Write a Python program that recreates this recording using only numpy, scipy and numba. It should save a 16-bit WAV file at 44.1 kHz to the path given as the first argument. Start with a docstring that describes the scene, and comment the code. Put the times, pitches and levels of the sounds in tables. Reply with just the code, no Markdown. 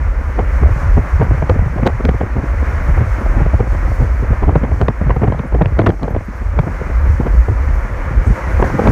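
"""In a car on a country road, a phone films from the open window. Tyres roar and slipstream hisses behind (noise
shaped by frequency), the tread hums, and high hiss fizzes faintly. The cabin air throbs low and unevenly: a tone of
wandering pitch with turbulence. Eddies of wind burst on the microphone port: a ragged rip and a slower flutter of
noise, then a thump of swinging air. The hardest add a crack of bright noise, and the loudest bursts are limited."""
import sys
import numpy as np
from scipy import signal
from scipy.fft import rfft, irfft
from scipy.io import wavfile
from scipy.ndimage import uniform_filter1d, minimum_filter1d
from numba import njit

SR = 44100
rng = np.random.default_rng(int(sys.argv[2]) if len(sys.argv) > 2 else 0)


def attenuation_scalar(level_db):
    """Turn a level in dB into a linear amplitude multiplier (20 dB per decade)."""
    decades = np.asarray(level_db, float) / 20
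    return 10 ** decades


def log_audio(samples):
    """Write samples as a 16-bit WAV file to the path given in sys.argv[1]."""
    # one column per channel
    frames = np.atleast_2d(samples).T
    # limit to full scale, then quantise
    limited = np.clip(frames, -1, 1)
    pcm = np.round(limited * 32767).astype(np.int16)
    wavfile.write(sys.argv[1], SR, pcm)


N = 392931  # samples in the scene

# The strong eddies on the port; the levels are those before each part's own offset and ceiling.
# Each row: middle in seconds, nominal length in ms, thump level in dB, flutter level in dB, rip level in dB.
EDDIES = [(0.394, 22, -23, -16.5, -17), (0.624, 19, -14, -18.5, -35.5), (0.634, 6.4, -20, -23, -18.5),
          (0.66, 6, -34, -32, -23), (0.762, 7.1, -14, -27, -37), (0.825, 15, -16, -30, -42),
          (0.977, 18, -9, -9.5, -16), (1.198, 6, -6, -16, -24), (1.217, 19.5, -6.5, -17.5, -14.5),
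          (1.228, 8, -15, -14, -22), (1.312, 9, -1, -17, -21), (1.344, 12, -17, -32, -30.5),
          (1.38, 8.6, -14.5, -23, -25), (1.426, 10, -13, -17, -16), (1.5, 13.4, 3, -10.5, -10),
          (1.559, 13, -22, -14.5, -27), (1.592, 4.6, -3, -18, -19.5), (1.661, 4.7, -8.5, -38, -20.5),
          (1.764, 8.6, -25, -14.5, -28), (1.787, 29, -15.5, -34, -22.5), (1.832, 11, -13, -9.5, -21.5),
          (1.869, 27, -16, -12.5, -11.5), (2.006, 14, -27, -18, -21.5), (2.054, 17, -19, -12.5, -27),
          (2.091, 10, -12, -8, -12.5), (2.147, 15, -12.5, -26, -27.5), (2.212, 13.5, -27, -16.5, -16),
          (2.234, 11, -9.5, -18, -24.5), (2.375, 37, -12, -17, -26), (2.438, 9.3, -28, -15.5, -26),
          (2.628, 7.4, -39, -18.5, -25), (2.889, 36, -15, -31, -28), (2.98, 17, -15, -33, -23),
          (3.011, 22, -6, -17.5, -24.5), (3.184, 8.6, -28, -21, -27), (3.215, 17, -21, -22, -26),
          (3.262, 11.4, -25, -17, -21), (3.376, 39, -23, -19.5, -29), (3.41, 17, -13, -16, -20),
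          (3.463, 10, -22, -15, -20), (3.54, 15, -5, -14, -19.5), (3.597, 8, -13, -16, -20),
          (3.607, 10, -9.5, -14.5, -12), (3.673, 11, -15.5, -24, -29), (3.751, 10, -25, -23, -26),
          (3.83, 13, -29, -23, -27), (3.918, 7.9, -28, -25, -25), (4.015, 38, -8.5, -18, -28),
          (4.044, 8.5, -16, -24, -25), (4.103, 4.4, -32, -27, -30), (4.229, 13, -14, -19.5, -44),
          (4.307, 9.4, -7, -16, -38), (4.331, 14, -16, -25, -24), (4.432, 26, -29, -18.5, -19.5),
          (4.483, 16, -5, -7.5, -21.5), (4.494, 7, -22, -25, -11.5), (4.524, 12, -20, -21, -35),
          (4.56, 12.7, -5.5, -8, -11.5), (4.638, 12.5, -9.5, -11, -17), (4.651, 7.4, -15, -17, -21),
          (4.718, 10.5, -11.5, -22, -22.5), (4.818, 28, -8.5, -16, -18.5), (4.886, 7, -5.5, -5, -12),
          (5.016, 10.7, -26, -12, -21.5), (5.071, 20, -10, -22, -27.5), (5.096, 8, -17, -17, -17),
          (5.106, 10.6, -9.5, -17, -13), (5.167, 11, -11, -18, -19.5), (5.221, 13, -11, -13, -21.5),
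          (5.24, 27, -11.5, -15, -17), (5.279, 14.5, -5, -13, -17.5), (5.301, 5.2, -22, -13, -25),
          (5.324, 5.5, -11, -15, -12.5), (5.395, 4.5, -8, -7.5, -16), (5.455, 12, -25, -19, -33),
          (5.525, 8.7, -24, -26, -24), (5.55, 18, -19, -14.5, -17), (5.617, 19.4, -6.5, -16.5, -13),
          (5.59, 14, -30, -21, -26), (5.658, 4.3, -4.5, -18.5, -19.5), (5.724, 12, -17, -23, -35),
          (5.797, 18.6, -5, -6.5, -7.5), (5.82, 4.2, -10, -13, -20), (5.839, 8, -17, -16, -30),
          (5.87, 14, -5.5, -11, -8), (5.894, 22, -9.5, -10, -18), (5.943, 14, -28, -30, -34),
          (5.997, 8.2, -39, -31, -34), (6.038, 42, -30, -19, -22.5), (6.081, 8, -35, -18.5, -15),
          (6.108, 14, -20, -22, -25), (6.151, 10, -20, -27, -17), (6.165, 5.8, -9, -13, -15.5),
          (6.287, 13, -28, -21.5, -37), (6.592, 10, -2, -11, -13.5), (6.676, 22, -17, -17.5, -24),
          (6.701, 7, -32, -23, -30), (6.816, 6.6, -23, -14.5, -27), (6.9, 8.3, -17, -23, -27),
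          (7.2, 6.3, -15, -10.5, -33), (7.209, 10, -18, -21, -20.5), (7.234, 10, -24, -24, -26),
          (7.27, 21, -29, -16, -21), (7.486, 7.5, -6.5, -24, -17.5), (7.5, 8.6, -12, -18, -32),
          (7.514, 12, -10, -20, -51), (7.689, 7.8, -27, -17.5, -45), (8.11, 4.7, -16, -13.5, -33),
          (8.179, 16, -13, -23, -45), (8.273, 24, -9, -23.5, -39), (8.306, 10, -11, -11.5, -40),
          (8.601, 15, -23, -19, -20), (8.628, 12, -14.5, -5.5, -9.5), (8.643, 12, -9, -19, -15.5),
          (8.702, 8.3, -34, -22, -20), (8.743, 45, -15, -17, -37), (8.795, 11.4, -8, -6, -6),
          (8.861, 19, -15, -11.5, -16), (8.874, 7.3, -6, -7, -3), (8.888, 13, 2, -6, -20.5)]


def curves(table):
    """Joins the rows of a table by straight lines: one curve over time per column."""
    s, *columns = np.transpose(table)
    return [np.interp(np.arange(N) / SR, s, c) for c in columns]


def walk(rate, size=N):
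    """A smooth random wander: draws held for 1 / rate seconds, then averaged twice; spread near 1."""
    hold = max(int(SR / rate), 1)
    steps = np.repeat(rng.standard_normal(size // hold + 1), hold)
    smooth = uniform_filter1d(uniform_filter1d(steps, hold), hold)
    return 1.3 * smooth[:size]


def noise(shape, flicker_db=0, shared_db=0, rate=10):
    """Noise of a given spectrum, rms 1, in octave bands that flicker together and alone."""
    hz = np.maximum(np.arange(N // 2 + 1) * SR / N, 1)
    at, db = np.transpose(shape)
    shape_db = np.interp(np.log(hz), np.log(at), db, left=-120, right=-120)
    full = rfft(rng.standard_normal(N)) * attenuation_scalar(shape_db)
    out, shared = 0, shared_db * walk(rate)
    for octave in np.arange(np.floor(np.log2(at[0])), np.log2(at[-1]) + 1):
        share = np.clip(1 - abs(np.log2(hz) - octave), 0, 1)  # neighbouring bands overlap
        out = out + irfft(full * share, N) * attenuation_scalar(shared + flicker_db * walk(rate))
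    return out / np.std(out)


def even(x, ms):
    """Flattens the chance swells of noise, so that a short burst has the strength it is given."""
    return x / np.sqrt(uniform_filter1d(x ** 2, int(ms * SR / 1000)) + 1e-9)


def swing(hz, wander, rate):
    """Air swinging to and fro at a pitch that wanders; rms 1."""
    pitch_hz = hz * np.exp(wander * walk(rate))
    return np.sqrt(2) * np.sin(2 * np.pi * np.cumsum(pitch_hz) / SR)


def puffs(s, db, width_ms, lean=0.17):
    """Bell-shaped envelopes that rise faster than they fall and add in power."""
    power = np.zeros(N)
    for at, gain, width in np.broadcast(s, attenuation_scalar(db), np.asarray(width_ms) * SR / 1000):
        i = np.arange(max(int(at * SR - 4 * width), 0), min(int(at * SR + 4 * width), N))
        age = (i - at * SR) / width + lean
        power[i] += gain ** 2 * np.exp(-(age / (1 + lean * np.sign(age))) ** 2)
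    return np.sqrt(power)


def road():
    """Tyre roar up to the low treble, a narrow tread hum and a thin slipstream hiss, all made of noise."""
    # How loud the road is heard; it sinks while hard eddies burst.
    # Each row: time in seconds, tyre roar in dB, slipstream hiss in dB.
    road_levels = [(0.0, -32.5, -55.5), (0.3, -30.5, -55), (0.5, -29, -53), (0.8, -27.5, -50.5),
                   (1.15, -28.5, -52), (1.5, -30, -54), (1.85, -32, -54.5), (2.3, -30.5, -54),
                   (2.8, -27.5, -50.5), (3.3, -28, -51.5), (3.6, -29.5, -54), (3.97, -29.5, -51),
                   (4.4, -30, -55), (4.9, -33, -56), (5.4, -33, -57.5), (5.75, -34.5, -58),
                   (5.98, -39, -57), (6.2, -35.5, -57.5), (6.5, -33, -56.5), (6.8, -30, -52.5),
                   (7.1, -30, -52), (7.55, -31, -52), (7.9, -28.5, -52.5), (8.3, -27, -49.5),
                   (8.65, -24.5, -47.5), (8.91, -24, -45)]
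    # The tone of the roar, the hiss and the hum. Each row: frequency in Hz, relative level in dB per Hz.
    tyre_tone = [(90, -31), (150, -6.5), (314, -9), (445, -12.5), (526, -5.5), (745, -11.5), (958, -8.5),
                 (1450, -9.5), (2150, -14), (2450, -20.5), (2700, -28.5), (3000, -31), (3300, -38),
                 (4200, -42.5)]
    slipstream_tone = [(1940, -23.5), (3300, -4), (3840, -6.5), (4520, 0.5), (4890, -3), (5390, 1.5),
                       (6480, 1), (7740, -6.5), (9540, -7), (10500, -13), (14900, -10.5), (15800, -22)]
    hum_tone = [(380, -15), (460, -4.5), (530, 1), (620, -18)]
    # The hum comes forward at the end. Each row: time in seconds, level in dB.
    hum_levels = [(0, -41.5), (1, -47), (5, -48.5), (7.5, -43.5), (8.2, -39), (8.91, -31)]
    tyre_db, hiss_db = curves(road_levels)
    tyres = attenuation_scalar(tyre_db) * noise(tyre_tone, 0.7, 0.7, 22)
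    hum = attenuation_scalar(curves(hum_levels)[0]) * noise(hum_tone, 1.3)
    hiss = attenuation_scalar(hiss_db) * noise(slipstream_tone, 0.8, 0.78, 18)
    return tyres + hum + hiss


def fizz(weak_rate=3, weak_db=-66):
    """Faint puffs of high hiss at set times; others come by chance, weak_rate of them a second."""
    # The treble fizzes briefly. Each row: time in seconds, level in dB, centre in Hz.
    fizz_puffs = [(1.235, -56.5, 11900), (3.208, -58, 11000), (3.952, -57, 12000), (5.48, -59.5, 10000),
                  (8.272, -49, 8500)]
    chance = rng.random((int(weak_rate * N / SR), 2)).T
    weak_tone = noise([(8000, -22), (12000, 0), (15800, -13)])
    total = puffs(chance[0] * N / SR, weak_db + 6 * chance[1], 6.4) * weak_tone
    for s, db, hz in fizz_puffs:
        tone = noise([(0.59 * hz, -20), (hz, 0), (min(1.1 * hz, 16000), -9)])
        total = total + puffs(s, db, 7.8) * tone
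    return total


def throb():
    """The cabin air swings at a quickly wandering pitch, in surges and lulls; broad turbulence rides on it."""
    # The surges and lulls. Each row: time in seconds, level in dB before wander and breaks.
    throb_levels = [(0.0, -17.5), (0.1, -13.5), (0.3, -18.5), (0.55, -14), (0.6, -16.5), (0.65, -5.5),
                    (0.79, -20.5), (0.97, -8.5), (1.09, -28), (1.14, -9.5), (1.49, -20), (1.51, -13),
                    (2.01, -19), (2.11, -13), (2.21, -20.5), (2.95, -12), (3.23, -18.5), (3.45, -3.5),
                    (3.5, -18), (3.6, -8), (3.65, -21.5), (3.72, -11), (3.9, -19), (4.02, -10.5),
                    (4.27, -20.5), (4.32, -8), (4.37, -20), (4.44, -8), (4.69, -16.5), (4.91, -15),
                    (4.96, -26), (5.09, -12.5), (5.21, -20), (5.24, -13), (5.46, -25.5), (5.53, -14),
                    (5.61, -16), (5.83, -16), (6.03, -23.5), (6.18, -14.5), (6.2, -27.5), (6.4, -24),
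                    (6.43, -15.5), (6.6, -13.5), (6.65, -36), (6.68, -22), (6.92, -17.5), (7.1, -10),
                    (7.2, -20), (7.4, -7), (7.45, -23), (7.54, -13.5), (8.14, -18), (8.19, -4.5),
                    (8.24, -20), (8.31, -4), (8.36, -31), (8.56, -10.5), (8.69, -22), (8.91, -13)]
    # The tone of the turbulence. Each row: frequency in Hz, relative level in dB per Hz.
    turbulence_tone = [(20, -20.5), (35, 3), (65, 1.5), (95, -12.5), (140, -23), (250, -45), (500, -40)]
    cabin = swing(54.83, 0.28, 80) * attenuation_scalar(1.8 * walk(30))
    turbulence = attenuation_scalar(-2.0) * even(noise(turbulence_tone, 3.2, 3.7, 22), 44.5)
    # an eddy whose thump passes this level breaks up the throb, which then builds again
    break_from_db, break_depth, break_lag_s, break_ms = -15.5, 0.7, 0.042, 25
    s, thump_db = np.transpose(EDDIES)[[0, 2]]
    coarse = np.arange(0, N, 64)  # every 64th sample is enough for the lulls
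    age = (coarse[:, None] / SR - s - break_lag_s) * 1000 / break_ms
    depth_db = break_depth * np.maximum(thump_db - break_from_db, 0)
    lull_db = (depth_db * np.exp(-age ** 2)).max(axis=1)
    level_db = curves(throb_levels)[0] + 1.0 * walk(12) - np.interp(np.arange(N), coarse, lull_db)
    return attenuation_scalar(level_db) * (cabin + turbulence)


def cracks():
    """Bright noise for a millisecond or two at the hardest fronts; very faint clicks by chance around eddies."""
    # Sharp fronts of the hardest eddies. Each row: time in seconds, crack level in dB, treble level in dB.
    fronts = [(0.393, -29, -58), (1.4966, -10.5, -41), (1.8588, -38, -54), (1.866, -22.5, -39),
              (1.869, -15, -43), (1.8729, -14.5, -36.5), (1.875, -11.5, -36), (2.053, -16, -42.5),
              (2.092, -14, -48), (4.5566, -19, -56), (4.8151, -18, -46.5), (4.8842, -12, -45),
              (5.11, -19, -59.5), (5.281, -31, -59), (5.323, -35, -62), (5.622, -31, -53),
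              (5.659, -18, -52), (5.791, -15, -46), (5.793, -14, -58), (5.797, -16, -58), (5.807, -35, -52),
              (5.817, -31, -56), (5.3921, -31, -57), (5.863, -17, -46), (5.8662, -9.5, -42),
              (5.871, -9, -34), (5.892, -28, -53), (5.9044, -19, -52.5), (6.032, -26, -51),
              (6.592, -18, -50), (8.646, -24, -58), (8.7955, -16, -57.5), (8.8746, -12, -37)]
    # The tone of the crack and of the sizzle above it. Each row: frequency in Hz, relative level in dB per Hz.
    crack_tone = [(700, -9), (1300, 0), (2000, -9.5), (2800, -20)]
    sizzle_tone = [(2200, -10), (3000, 5), (4400, -5), (5000, -15.5), (7000, -37)]
    at, ms, rip_db = np.transpose(EDDIES)[[0, 1, -1]]
    # very faint clicks scattered by chance around each eddy; level follows the rip, capped
    click_db = np.minimum(-36 + 1.3 * (rip_db + 15.5), -40)
    click_s = at + ms / 1000 * 0.3 * (rng.random(len(at)) - 0.5)
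    clicks = [click_s, click_db, click_db - 25]
    s, crack_db, treble_db = np.hstack([np.transpose(fronts), clicks])
    sizzle_db = np.minimum(treble_db + 16.5, -26)
    crack = puffs(s, crack_db, 0.9, lean=0.1) * even(noise(crack_tone), 2.2)
    sizzle = puffs(s, sizzle_db, 1.0, lean=0.1) * even(noise(sizzle_tone), 1.2)
    treble = noise([(4500, -10.5), (6000, 2.0), (10000, -12.0), (15800, -14)])
    return crack + sizzle + puffs(s, treble_db, 0.99, lean=0.1) * treble


def eddies(weak_rate=24, weak_db=-38, count=2):
    """Each eddy rips, then flutters, and the pressure swings back last; weak ones come at random times throughout."""
    # The tone of the rip and the flutter. Each row: frequency in Hz, relative level in dB per Hz.
    rip_tone = [(250, -13), (450, -1), (800, -7), (1300, -19), (2200, -26.5), (3500, -46.5)]
    flutter_tone = [(70, -18.5), (130, 3), (220, 0.5), (380, -8.5), (600, -21)]
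    # weak eddies at random times, weak_rate of them a second
    chance = rng.random((int(weak_rate * N / SR), 5)).T
    size_db = weak_db + 12 * chance[1]
    weak_rip_db = size_db - 13.0 + 8 * chance[3]
    weak = [chance[0] * N / SR, 8 + 12 * chance[2], size_db + 4 * chance[4], size_db, weak_rip_db]
    # each strong eddy trails a wake of smaller ones, count of them
    luck = rng.random((len(EDDIES) * count, 4)).T
    at, _, *parent_db = np.repeat(EDDIES, count, axis=0).T
    wake_s = at + 0.0461 * (0.22 + luck[0])
    wake_db = np.array(parent_db) + [[-17], [-17], [-21.5]] + 8 * luck[[2, 2, 3]]
    wake = [wake_s, 6 + 8 * luck[1], *wake_db]
    s, ms, thump_db, flutter_db, rip_db = np.hstack([np.transpose(EDDIES), wake, weak])
    # a ceiling on the level of each part, in dB, before its own offset
    thump_db, flutter_db, rip_db = np.minimum([thump_db, flutter_db, rip_db], -3)
    tearing = even(noise(rip_tone), 8.3)
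    rip = puffs(s + 0.00044, rip_db + 0.25, 0.29 * ms) * tearing * attenuation_scalar(1.85 * walk(400))
    # shreds of the eddy crackle on around and after it
    shreds = puffs(s + 0.0026, rip_db - 17.5, 0.67 * ms) * tearing * attenuation_scalar(4.9 * walk(250))
    fluttering = even(noise(flutter_tone), 8.2) * attenuation_scalar(0.99 * walk(200))
    flutter = puffs(s + 0.00095, flutter_db + 0.13, 0.39 * ms) * fluttering
    thump = puffs(s + 0.0057, thump_db - 2.5, 3 + 0.35 * ms) * swing(100, 0.25, 70)
    return rip + shreds + flutter + thump


def scene():
    """Everything adds up at one microphone."""
    return (road() + fizz() + throb() + cracks() + eddies())[None, :]


@njit
def limiter(peak, top, release):
    """Gain that drops at once when the peak would pass the top, and recovers slowly."""
    gain, held = np.empty(len(peak)), 0.
    for i in range(len(peak)):
        held = max(peak[i], held * release)
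        gain[i] = min(1., top / (held + 1e-9))
    return gain


def roll_off(x):
    """The treble ends steeply here."""
    return signal.sosfilt(signal.butter(12, 16100, fs=SR, output="sos"), x)


def record(dry):
    """The microphone drops the deepest bass; the phone limits the bursts, looking about a millisecond ahead."""
    dry = signal.sosfilt(signal.butter(3, 30, "high", fs=SR, output="sos"), dry)
    ahead = int(0.0011 * SR)
    peak = -minimum_filter1d(-abs(dry[0]), 2 * ahead + 1)  # the largest value nearby
    release = np.exp(-1 / (0.02 * SR))  # recovers over about 20 ms
    gain = uniform_filter1d(limiter(peak, 1.0, release), ahead)
    return roll_off(dry * gain)


dry = scene()
out = record(dry)
log_audio(out)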